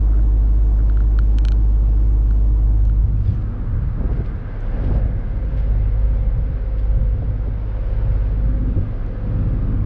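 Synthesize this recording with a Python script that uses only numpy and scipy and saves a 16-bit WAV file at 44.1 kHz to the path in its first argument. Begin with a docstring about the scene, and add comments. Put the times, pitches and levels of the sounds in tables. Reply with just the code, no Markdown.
"""Under and around a refrigerated trailer

The diesel of a trailer's cooling unit drones at a nearly fixed speed, its compressor beating against the firing:
sines at sums of crankshaft and compressor turns, over coloured noise for fans and block.
A hand-held camera sits under the axles, its plastic case creaking as damped modes, then is carried out
over gritty ground (scuffs of spiky grains, one squeak) round the back of the trailer, where noise swells of wind
buffet the microphone. The drone swells and dips, often sinking after hard gusts, as if the recorder turns itself down."""
import sys
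import numpy as np
from scipy import signal
from scipy.fft import rfft, irfft, next_fast_len
from scipy.io import wavfile
from scipy.ndimage import uniform_filter1d, map_coordinates

SR = 44100
rng = np.random.default_rng(int(sys.argv[2]) if len(sys.argv) > 2 else 0)


def invert_db(x):
    """Field ratio 10**(x/20) for x, a level in decibels (scalar or array-like)."""
    u = np.asarray(x, float) / 20
    return 10 ** u


def wrap_up_sound(samples):
    """Save the sound to the file named by the first command line argument, as 16-bit audio."""
    columns = np.atleast_2d(samples).T
    # keep every value between -1 and 1, then stretch to whole-number steps
    tamed = np.clip(columns, -1, 1)
    steps = np.round(tamed * 32767).astype(np.int16)
    wavfile.write(sys.argv[1], SR, steps)


N = 434385

# The walk out from under the trailer. Each row: time in seconds, share of open air round the microphone 0-1.
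OPEN_AIR = [(0, 0.03), (2.6, 0), (3.15, 0.24), (3.6, 0.98), (9.85, 0.96)]

# Treble hiss. Each row: frequency in Hz, relative level per Hz in dB.
HISS_COLOUR = [(4500, -19), (6000, 1), (7500, 0), (8500, -8), (9500, -24.5)]
# When the hiss fades from its level under the trailer to that outside: start and end in seconds.
HISS_FADE_S = (2.5, 5.3)
HISS_UNDER_DB, HISS_OPEN_DB, HISS_FLICKER_DB = -78, -92, 2.5

# Roar of fans and engine block. Each row: time in seconds, level in dB.
ROAR_LEVEL = [(0, -41), (1.4, -40.5), (2.6, -41.5), (3.26, -45), (3.7, -45), (4.44, -43.5), (4.83, -38.5),
              (5.1, -44), (5.6, -41.5), (6.4, -43), (7.35, -43.5), (8.12, -40), (8.6, -43), (9.4, -41.5),
              (9.85, -43.5)]
# Its colour under the trailer, and outside. Each row: frequency in Hz, relative level per Hz in dB.
ROAR_UNDER = [(82, -33), (140, -9.5), (158, -16), (202, -5), (248, -14.5), (316, -8), (390, -15.5),
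              (448, -18.5), (542, -16.5), (994, -22), (1860, -36.5), (7060, -53), (8840, -73.5),
              (11500, -107), (19400, -120)]
ROAR_OPEN = [(150, -31), (250, -10), (391, -5), (504, -4.5), (650, -10.5), (1110, -17), (1590, -18),
             (1790, -22.5), (2110, -24.5), (2270, -25.5), (5010, -41), (5650, -46), (8840, -81.5),
             (11500, -109), (19400, -120)]
# Fuzzy fan lines, low to high. Each row: frequency in Hz, half-width at half amplitude in Hz.
FAN_LINES = [(1200, 250), (1580, 150), (2079, 120)]
# Fan lines over time. Each row: time in seconds, low, middle and upper line level in dB.
FAN_LEVELS = [(0, -76.5, -69.5, -78.5), (2.9, -66.5, -75, -78), (3.5, -52, -62, -72),
              (4.3, -52, -53.5, -61), (4.9, -61.5, -52, -60.5), (5.6, -65, -59.5, -63),
              (7.3, -71.5, -70.5, -67), (8.2, -59.5, -62, -67), (9.85, -50, -60.5, -73.5)]

# Wind at the microphone, its low and its upper band. 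Each row: time in seconds, level in dB.
BUFFET_LEVEL = [(0, -41), (2.35, -36), (2.7, -28.5), (3.1, -22.5), (3.55, -28.5), (3.95, -19.5),
                (4.3, -26.5), (4.63, -37), (4.86, -20.5), (5.1, -25), (5.4, -28.5), (6.4, -23.5),
                (6.68, -39.5), (6.94, -28), (7.4, -24.5), (7.78, -37), (8.15, -25.5), (8.8, -32.5),
                (8.92, -36), (9.3, -33), (9.85, -33.5)]
BITE_LEVEL = [(0, -40), (2.6, -44), (3.1, -40), (3.3, -40), (3.5, -32.5), (3.75, -40.5), (4.1, -35.5),
              (4.6, -44.5), (4.78, -34.5), (5.0, -33.5), (5.3, -40.5), (5.9, -47), (6.6, -46.5), (7.3, -42),
              (7.8, -45.5), (8.2, -45), (8.6, -35), (9.1, -38.5), (9.5, -32), (9.85, -30.5)]
# Colours of the two bands. Each row: frequency in Hz, relative level per Hz in dB.
BUFFET_COLOUR = [(5, -13), (15, -3.5), (30, -6), (50, 2.5), (75, 1), (125, -2.5), (170, -11.5), (300, -33),
                 (800, -71.5)]
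BITE_COLOUR = [(60, -30), (130, -3), (200, 0), (290, -5), (400, -18), (700, -32), (1200, -55)]
# Depth of fast lumps in both bands, and of slower lulls in the open in the low and the upper band.
LUMPS_DB, BUFFET_LULLS_DB, BITE_LULLS_DB = 1, 3, 1.2
# Short low shoves of air. Each row: start in seconds, length in seconds, peak of the swell in dB.
SHOVES = [(3.03, 0.051, -22), (3.28, 0.077, -17), (4.19, 0.094, -22), (5.03, 0.046, -23),
          (6.35, 0.093, -22), (6.49, 0.063, -19), (7.2, 0.1, -28), (8.752, 0.08, -15)]
# Hard gusts that thump the microphone. Each row: start in seconds, peak of the swell in dB, its upper edge in dB.
THUMPS = [(3.977, -28.5, -48), (4.003, -26, -37.5), (4.033, -25, -52), (4.051, -30, -51),
          (4.089, -38, -36.5), (4.107, -29, -44), (4.17, -31, -56), (4.201, -26.5, -51), (4.737, -31, -46),
          (4.777, -39, -48), (4.834, -28, -47), (4.905, -27, -50), (4.955, -25, -50), (4.991, -33, -53),
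          (5.051, -32, -45), (5.223, -36, -46), (6.515, -36, -52), (7.22, -28, -38), (7.47, -27, -47),
          (8.759, -22.5, -51), (8.777, -24.5, -51)]
THUMP_S = 0.016
# Colours of the thump and of its upper edge. Each row: frequency in Hz, relative level per Hz in dB.
THUMP_COLOUR = [(40, -7.5), (120, 1.5), (250, 4.5), (380, -3), (600, -20), (900, -40)]
THUMP_EDGE_COLOUR = [(300, -12), (500, 0), (700, -4), (1000, -15), (1500, -28), (2000, -42)]
# Broad roar of the strongest gusts. Each row: start in seconds, length in seconds, peak of the swell in dB.
GUSTS = [(3.96, .2, -47), (4.17, .1, -48), (4.69, .3, -42), (4.86, .3, -42)]

# Shoes scuffing on grit. Each row: start in seconds, length in seconds, peak of the swell in dB.
SCUFFS = [(3.16, 0.04, -64), (3.195, 0.11, -62), (3.245, 0.14, -59), (3.345, 0.022, -59),
          (3.412, 0.02, -65), (4.09, 0.14, -59), (4.24, 0.055, -58), (4.77, 0.21, -60), (4.84, 0.043, -59),
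          (4.882, 0.019, -67), (4.938, 0.041, -54.5), (5.565, 0.041, -53.5), (5.61, 0.036, -64),
          (6.129, 0.052, -64.5), (6.768, 0.072, -58), (7.802, 0.27, -63), (9.618, 0.058, -63)]
# Colour of the grit. Each row: frequency in Hz, relative level per Hz in dB.
GRIT_COLOUR = [(800, -24), (1500, 5), (2500, 6), (3500, -2), (5000, -5), (6500, -19), (9000, -20.5),
               (10500, -61.5)]
GRIT_CLUMPS_DB = 2.5
# Squeak of a sole. Each row: time in seconds, pitch in Hz, level in dB.
SQUEAK = [(3.24, 3750, -81), (3.255, 3700, -69), (3.275, 3450, -60), (3.3, 3300, -64), (3.318, 3280, -63),
          (3.33, 3250, -85)]
# Overtone as a frequency ratio, its relative level, and phase scatter in radians.
SQUEAK_OVERTONE, SQUEAK_OVERTONE_DB, SQUEAK_ROUGH = 1.4, -3, 0.49

# Creaks of the camera's case. Each row: start in seconds, low, middle and top modes' peak in dB.
CREAKS = [(0.7903, -37, -52, -73), (0.8026, -38, -57, -66), (0.8974, -30.5, -39.5, -63),
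          (0.9721, -30.5, -43, -63.5), (1.0045, -30.5, -43, -62), (1.1885, -22.5, -25, -46.5),
          (1.385, -36, -21, -34), (1.4507, -31, -19, -31), (1.4843, -38, -19.5, -33.5),
          (1.52, -32, -26, -41), (2.3092, -34.5, -39.5, -55), (2.852, -53, -40, -48),
          (2.8779, -57, -46, -52), (2.897, -36, -43, -61.5), (3.332, -62, -58, -58.5),
          (3.347, -59, -54, -55.5), (3.354, -64, -59, -59), (3.421, -56, -45, -64), (4.6064, -51, -50, -52),
          (4.847, -47, -41, -66), (5.452, -50, -64, -59), (5.508, -53, -50, -60), (5.572, -60, -56, -56.5),
          (5.608, -63, -58, -57.5), (9.0634, -49, -44, -54)]
# Faint dull slips of the case. Each row: start in seconds, peak of the low modes in dB, pitch in Hz.
SLIPS = [(0.0605, -40, 1250), (0.085, -42.5, 1290), (0.106, -41, 1150), (0.118, -46, 1280),
         (0.133, -37, 1350), (0.144, -38, 1350), (0.158, -43, 1350), (0.175, -41, 1450),
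         (0.1925, -39, 1430)]
SLIP_DULL_DB = 29  # how much weaker a slip rings the middle modes than the low ones
# Low, middle and top modes of the case. Each row: frequency in Hz, bandwidth in Hz, relative level in dB.
LOW_MODES = [(1400, 150, 10), (1130, 310, -11), (1530, 150, -4)]
MIDDLE_MODES = [(1100, 350, -7), (1560, 330, -1), (2400, 240, -6), (3070, 340, 0.5), (3800, 500, -2),
                (4250, 330, -0.5)]
TOP_MODES = [(5350, 250, -5), (6030, 330, 0), (6600, 300, -7), (7560, 600, 0), (8680, 220, -15),
             (9750, 1000, -7)]

# The drone over time, often sinking after hard gusts.
# Each row: time in seconds, firing tone level in dB, its octave level in dB.
FIRING_LEVELS = [(0, -13.5, -31), (2.4, -14, -29), (2.96, -14.5, -27), (3.3, -21.5, -25.5),
                 (3.6, -29.5, -29.5), (4.1, -23, -37.5), (4.4, -37.5, -40.5), (4.7, -28.5, -31.5),
                 (4.85, -18.5, -42), (5.05, -19.5, -25.5), (5.21, -27.5, -33.5), (5.45, -21.5, -40.5),
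                 (5.8, -17, -27.5), (6.25, -16.5, -33.5), (6.62, -22.5, -39), (6.95, -16, -29),
                 (7.3, -22.5, -30), (7.9, -23, -32), (8.07, -18, -25.5), (8.72, -18.5, -30),
                 (8.8, -28, -25), (9.0, -33, -35), (9.41, -20.5, -22), (9.71, -22.5, -27),
                 (9.85, -23.5, -22)]
FIRING_HZ_UNDER, FIRING_HZ_OPEN, THROB_HZ = 51.35, 51.21, 33.6  # throb: one compressor turn
THROB_UNDER_DB, THROB_OPEN_DB = -30.5, -26.5
# Weaker tones. Each row: crankshaft multiple, compressor multiple, level under the trailer in dB,
# level outside in dB, both before the gain over time.
PARTIALS = [(0, .5, -51, -50), (1.0, 0, -44, -47), (1.5, 0, -49, -52), (1.0, .5, -46, -50),
            (9.0, 1, -53, -58), (4.5, 0, -39, -41), (6.0, 0, -61, -41), (8.0, 0, -50, -45),
            (10.0, 0, -57, -51), (11.0, 0, -69, -55), (11.5, 0, -57, -67), (12.0, 0, -44, -54),
            (13.0, 0, -59, -59), (14.0, 0, -52, -60), (17.0, 0, -57, -59), (18.0, 0, -58, -70),
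            (28.0, 0, -65, -76), (2.0, 1, -43, -39), (4.0, 1, -46, -48), (6.0, 1, -44, -47),
            (8.0, 1, -56, -62), (10.0, 1, -57, -67), (16.0, 1, -52, -70), (2.0, -1, -50, -56),
            (4.0, -1, -44, -52), (6.0, -1, -44, -38)]
# Two pairs of whines. Each row: crankshaft multiple, compressor multiple, level within the pair in dB.
LOW_WHINE = [(9, .5, -3), (11, -.5, -10)]
HIGH_WHINE = [(18, 1, -4), (22, -1, -3)]
# Levels of weaker tones and whines over time, dipping after gusts. Each row: time in seconds,
# gain of the weaker tones in dB, low whine pair level in dB, high whine pair level in dB.
TONE_LEVELS = [(0, 1, -48.5, -61), (2.6, 0, -46.5, -57), (3.5, -6, -43, -58), (4.4, -5, -53.5, -55.5),
               (4.95, 1.5, -50, -45.5), (5.7, -4, -43, -49), (6.4, -5, -44, -45.5),
               (6.9, -4.5, -47.5, -42.5), (7.3, -7, -43.5, -50), (7.75, -3, -57, -48),
               (7.9, -4, -56, -40.5), (8.25, -3.5, -43, -42), (8.4, 3.5, -40, -44.5),
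               (8.6, 3.5, -31.5, -45.5), (8.78, 0, -33, -52.5), (8.95, -11, -46.5, -51.5),
               (9.2, -3, -48, -44.5), (9.35, 7.5, -38.5, -46.5), (9.85, 2, -44.5, -48.5)]
WAVER_UNDER, WAVER_OPEN = 0.17, 0.95  # share of each tone's full waver depth
OCTAVE_LAG = 2.7  # radians; tied to the firing, the octave sharpens each trough
BEAT_LAG = -0.8  # radians; shared by sums of firing and throb, so the beat is even


def unit(x):
    """Scale to rms 1."""
    return x / np.sqrt(np.mean(x ** 2) + 1e-20)


def curves(rows):
    """One value per sample for each column after the time."""
    s, *columns = np.transpose(rows)
    return [np.interp(np.arange(N) / SR, s, column) for column in columns]


def wobble(rate):
    """A smooth random curve, rate knots a second."""
    knots = rng.standard_normal(int(N * rate / SR) + 4)
    return map_coordinates(knots, [np.arange(N) * rate / SR])


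def filtered(x, response):
    """x shaped in the spectrum by a response of frequency."""
    size = next_fast_len(N + 8192)
    return irfft(rfft(x, size) * response(np.fft.rfftfreq(size, 1 / SR)), size)[:N]


def colour(points):
    """Gain from (Hz, dB) points on a log axis, 120 dB down outside them."""
    f, db = np.transpose(points)
    return lambda hz: invert_db(np.interp(np.log(hz + 1), np.log(f + 1), db, left=-120, right=-120))


def rush(spectrum, patchy_db):
    """Coloured noise of rms 1 with patches of random gain in time and frequency."""
    cells = signal.stft(rng.standard_normal(N), nperseg=512)[2]
    patches = uniform_filter1d(rng.standard_normal(cells.shape), 6, 0)
    patches = unit(uniform_filter1d(patches, 12, 1))
    noise = signal.istft(cells * invert_db(patchy_db * patches), nperseg=512)[1][:N]
    return unit(filtered(noise, colour(spectrum)))


def even(x, span_s):
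    """Hold a noise's short-term level steady, so that an envelope decides it."""
    power = np.abs(uniform_filter1d(x ** 2, round(span_s * SR)))
    return x / np.sqrt(power + 0.1)


def swells(rows):
    """Sum of quick rises and slower falls from (start, length, dB) rows, each peaking a third of the way in."""
    total = np.zeros(N)
    for s, length, db in rows:
        u = np.clip((np.arange(N) / SR - s) * 3 / length, 0, 30)
        total += invert_db(db) * u * np.exp(1 - u)
    return total


def ringing(modes, t, draw):
    """Damped sines of joint peak 1; wider modes die sooner, and each blow varies strengths and phases."""
    hz, width, db = np.transpose(modes)[:, :, None]
    strength, phase = draw[:, :len(modes), None]
    turn = np.pi * np.arange(len(modes))[:, None]  # neighbours start opposite, so no gaps between them
    decay = invert_db(db + 1.2 * strength) * np.exp(-np.pi * width * t)
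    ring = np.sum(decay * np.sin(2 * np.pi * hz * t + turn + 0.3 * phase), 0)
    ring *= 1 - np.exp(-t / 0.00057)  # soft onset
    return ring / np.abs(ring).max()


def hiss():
    """A thin treble noise whose level flickers, clearer under the trailer."""
    level_db = np.interp(np.arange(N) / SR, HISS_FADE_S, [HISS_UNDER_DB, HISS_OPEN_DB])
    return invert_db(level_db + HISS_FLICKER_DB * wobble(8.9)) * rush(HISS_COLOUR, patchy_db=2.0)


def roar():
    """Broad noise of fans and block: dull under the trailer, fuller in the open, crossfaded by power."""
    level_db, = curves(ROAR_LEVEL)
    air, = curves(OPEN_AIR)
    under = np.sqrt(1 - air) * rush(ROAR_UNDER, patchy_db=0.74)
    out = np.sqrt(air) * rush(ROAR_OPEN, patchy_db=0.68)
    return invert_db(level_db + 0.11 * wobble(6.2)) * (under + out)


def fan_whine():
    """Fuzzy lines: narrow noise round each fan's blade rate, rising and falling over time."""
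    sound = np.zeros(N)
    for (hz, width), db in zip(FAN_LINES, curves(FAN_LEVELS)):
        band = filtered(rng.standard_normal(N), lambda f: 1 / (1 + ((f - hz) / width) ** 2))
        sound += invert_db(db) * unit(band)
    return sound


def wind():
    """Eddies press on the microphone in lumps, lulls and shoves; gusts bite higher up, the hardest thump."""
    air, = curves(OPEN_AIR)
    buffet_db, = curves(BUFFET_LEVEL)
    bite_db, = curves(BITE_LEVEL)
    lumps_db = LUMPS_DB * wobble(18)
    low_lumps = invert_db(lumps_db + BUFFET_LULLS_DB * air * wobble(8))
    buffet = invert_db(buffet_db) * unit(low_lumps * rush(BUFFET_COLOUR, patchy_db=1.0))
    high_lumps = invert_db(lumps_db + BITE_LULLS_DB * air * wobble(7.1))
    bite = invert_db(bite_db) * unit(high_lumps * even(rush(BITE_COLOUR, patchy_db=2.3), span_s=0.13))
    shoves = swells(SHOVES) * even(rush(BUFFET_COLOUR, patchy_db=0.9), span_s=0.06)
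    thump_rows = [(s, THUMP_S, db) for s, db, _ in THUMPS]
    thumps = swells(thump_rows) * even(rush(THUMP_COLOUR, patchy_db=2.5), span_s=0.015)
    edge_rows = [(s, THUMP_S, db) for s, _, db in THUMPS] + list(GUSTS)
    edges = swells(edge_rows) * even(rush(THUMP_EDGE_COLOUR, patchy_db=2.4), span_s=0.035)
    return buffet + bite + shoves + thumps + edges


def scuffs():
    """Dense grit cracking under a sole: small spiky grains in clumps on a swell."""
    spikes_db = np.minimum(1.4 * rng.exponential(size=N), 8)
    grains = (rng.random(N) < 0.05) * rng.standard_normal(N) * invert_db(spikes_db)
    grains = grains * invert_db(GRIT_CLUMPS_DB * wobble(90))
    return swells(SCUFFS) * even(unit(filtered(grains, colour(GRIT_COLOUR))), span_s=0.062)


def squeak():
    """A short rough scrape of a sole: two sines with scattered phase, their pitch sagging."""
    hz, db = curves(SQUEAK)
    turn = 2 * np.pi * np.cumsum(hz) / SR
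    low = np.sin(turn + SQUEAK_ROUGH * wobble(300))
    overtone = np.sin(SQUEAK_OVERTONE * turn + 2 * SQUEAK_ROUGH * wobble(300))
    pair = low + invert_db(SQUEAK_OVERTONE_DB) * overtone
    sounding = db > db[0]  # silent at and below the level of the first row
    return invert_db(db + 3 * wobble(120)) * pair * sounding


def creaks():
    """Each slip in the case rings its groups of modes in its own proportion."""
    t = np.arange(SR // 40) / SR
    draws = rng.standard_normal((len(CREAKS) + len(SLIPS), 3, 2, 6))
    sound = np.zeros(N + len(t))
    for (s, low_db, middle_db, top_db), (a, b, c) in zip(CREAKS, draws):
        blow = invert_db(low_db) * ringing(LOW_MODES, t, a)
        blow += invert_db(middle_db) * ringing(MIDDLE_MODES, t, b)
        blow += invert_db(top_db) * ringing(TOP_MODES, t, c)
        sound[round(s * SR):][:len(t)] += blow
    for (s, db, hz), (a, b, _) in zip(SLIPS, draws[len(CREAKS):]):
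        pitched_t = t * hz / LOW_MODES[0][0]  # moves the first low mode to the slip's pitch
        dull = ringing(LOW_MODES, pitched_t, a) + invert_db(-SLIP_DULL_DB) * ringing(MIDDLE_MODES, t, b)
        sound[round(s * SR):][:len(t)] += invert_db(db) * dull
    return sound[:N]


def engine():
    """Sines at sums of crankshaft and compressor turns; each wavers a little as the air path shifts."""
    firing_db, octave_db = curves(FIRING_LEVELS)
    weaker_db, low_db, high_db = curves(TONE_LEVELS)
    air, = curves(OPEN_AIR)

    def mix(under, out):
        """Blend from under the trailer to the open."""
        return under + air * (out - under)

    crank = np.pi * np.cumsum(mix(FIRING_HZ_UNDER, FIRING_HZ_OPEN)) / SR  # two firings a turn
    pump = 2 * np.pi * THROB_HZ * np.arange(N) / SR

    def tone(k, c, db, full_waver_db, lag=None):
        """One steady tone with slow level and phase drift, more in the open."""
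        drift = (0.15 + air) * (0.06 + 0.022 * k) * wobble(7)
        lag = rng.uniform(0, 2 * np.pi) if lag is None else lag
        waver_db = full_waver_db * mix(WAVER_UNDER, WAVER_OPEN) * wobble(6)
        return np.sqrt(2) * invert_db(db + waver_db) * np.cos(k * crank + c * pump + drift + lag)

    sound = tone(2, 0, firing_db, full_waver_db=0.54, lag=0)
    sound += tone(4, 0, octave_db, full_waver_db=1.5, lag=OCTAVE_LAG)
    sound += tone(0, 1, mix(THROB_UNDER_DB, THROB_OPEN_DB), full_waver_db=3.5, lag=0)
    for k, c, under_db, out_db in PARTIALS:
        lag = BEAT_LAG if c == 1 else None
        sound += tone(k, c, mix(under_db, out_db) + weaker_db, full_waver_db=2.1, lag=lag)
    for k, c, db in LOW_WHINE:
        sound += tone(k, c, db + low_db, full_waver_db=1.0)
    for k, c, db in HIGH_WHINE:
        sound += tone(k, c, db + high_db, full_waver_db=3.0)
    return sound


def scene():
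    """All sources at the one microphone."""
    background = hiss() + roar() + fan_whine() + wind()
    near = scuffs() + squeak() + creaks()
    return (background + near + engine())[None]


def band_limit(x):
    """A steep low-pass at the top of the band."""
    return signal.sosfilt(signal.butter(12, 10600, fs=SR, output="sos"), x)


def record(dry):
    """The input stage rounds off the highest peaks and sits on a small offset; short fades at both ends."""
    rounded = dry / (1 + np.abs(dry / 0.42) ** 11) ** (1 / 11)  # ceiling 0.42 of full scale
    from_end = np.minimum(np.arange(N), np.arange(N)[::-1])
    fade = np.clip(from_end / (0.006 * SR), 0, 1)
    offset = 0.0016  # of full scale
    return band_limit(rounded * fade + offset)


dry = scene()
out = record(dry)
wrap_up_sound(out)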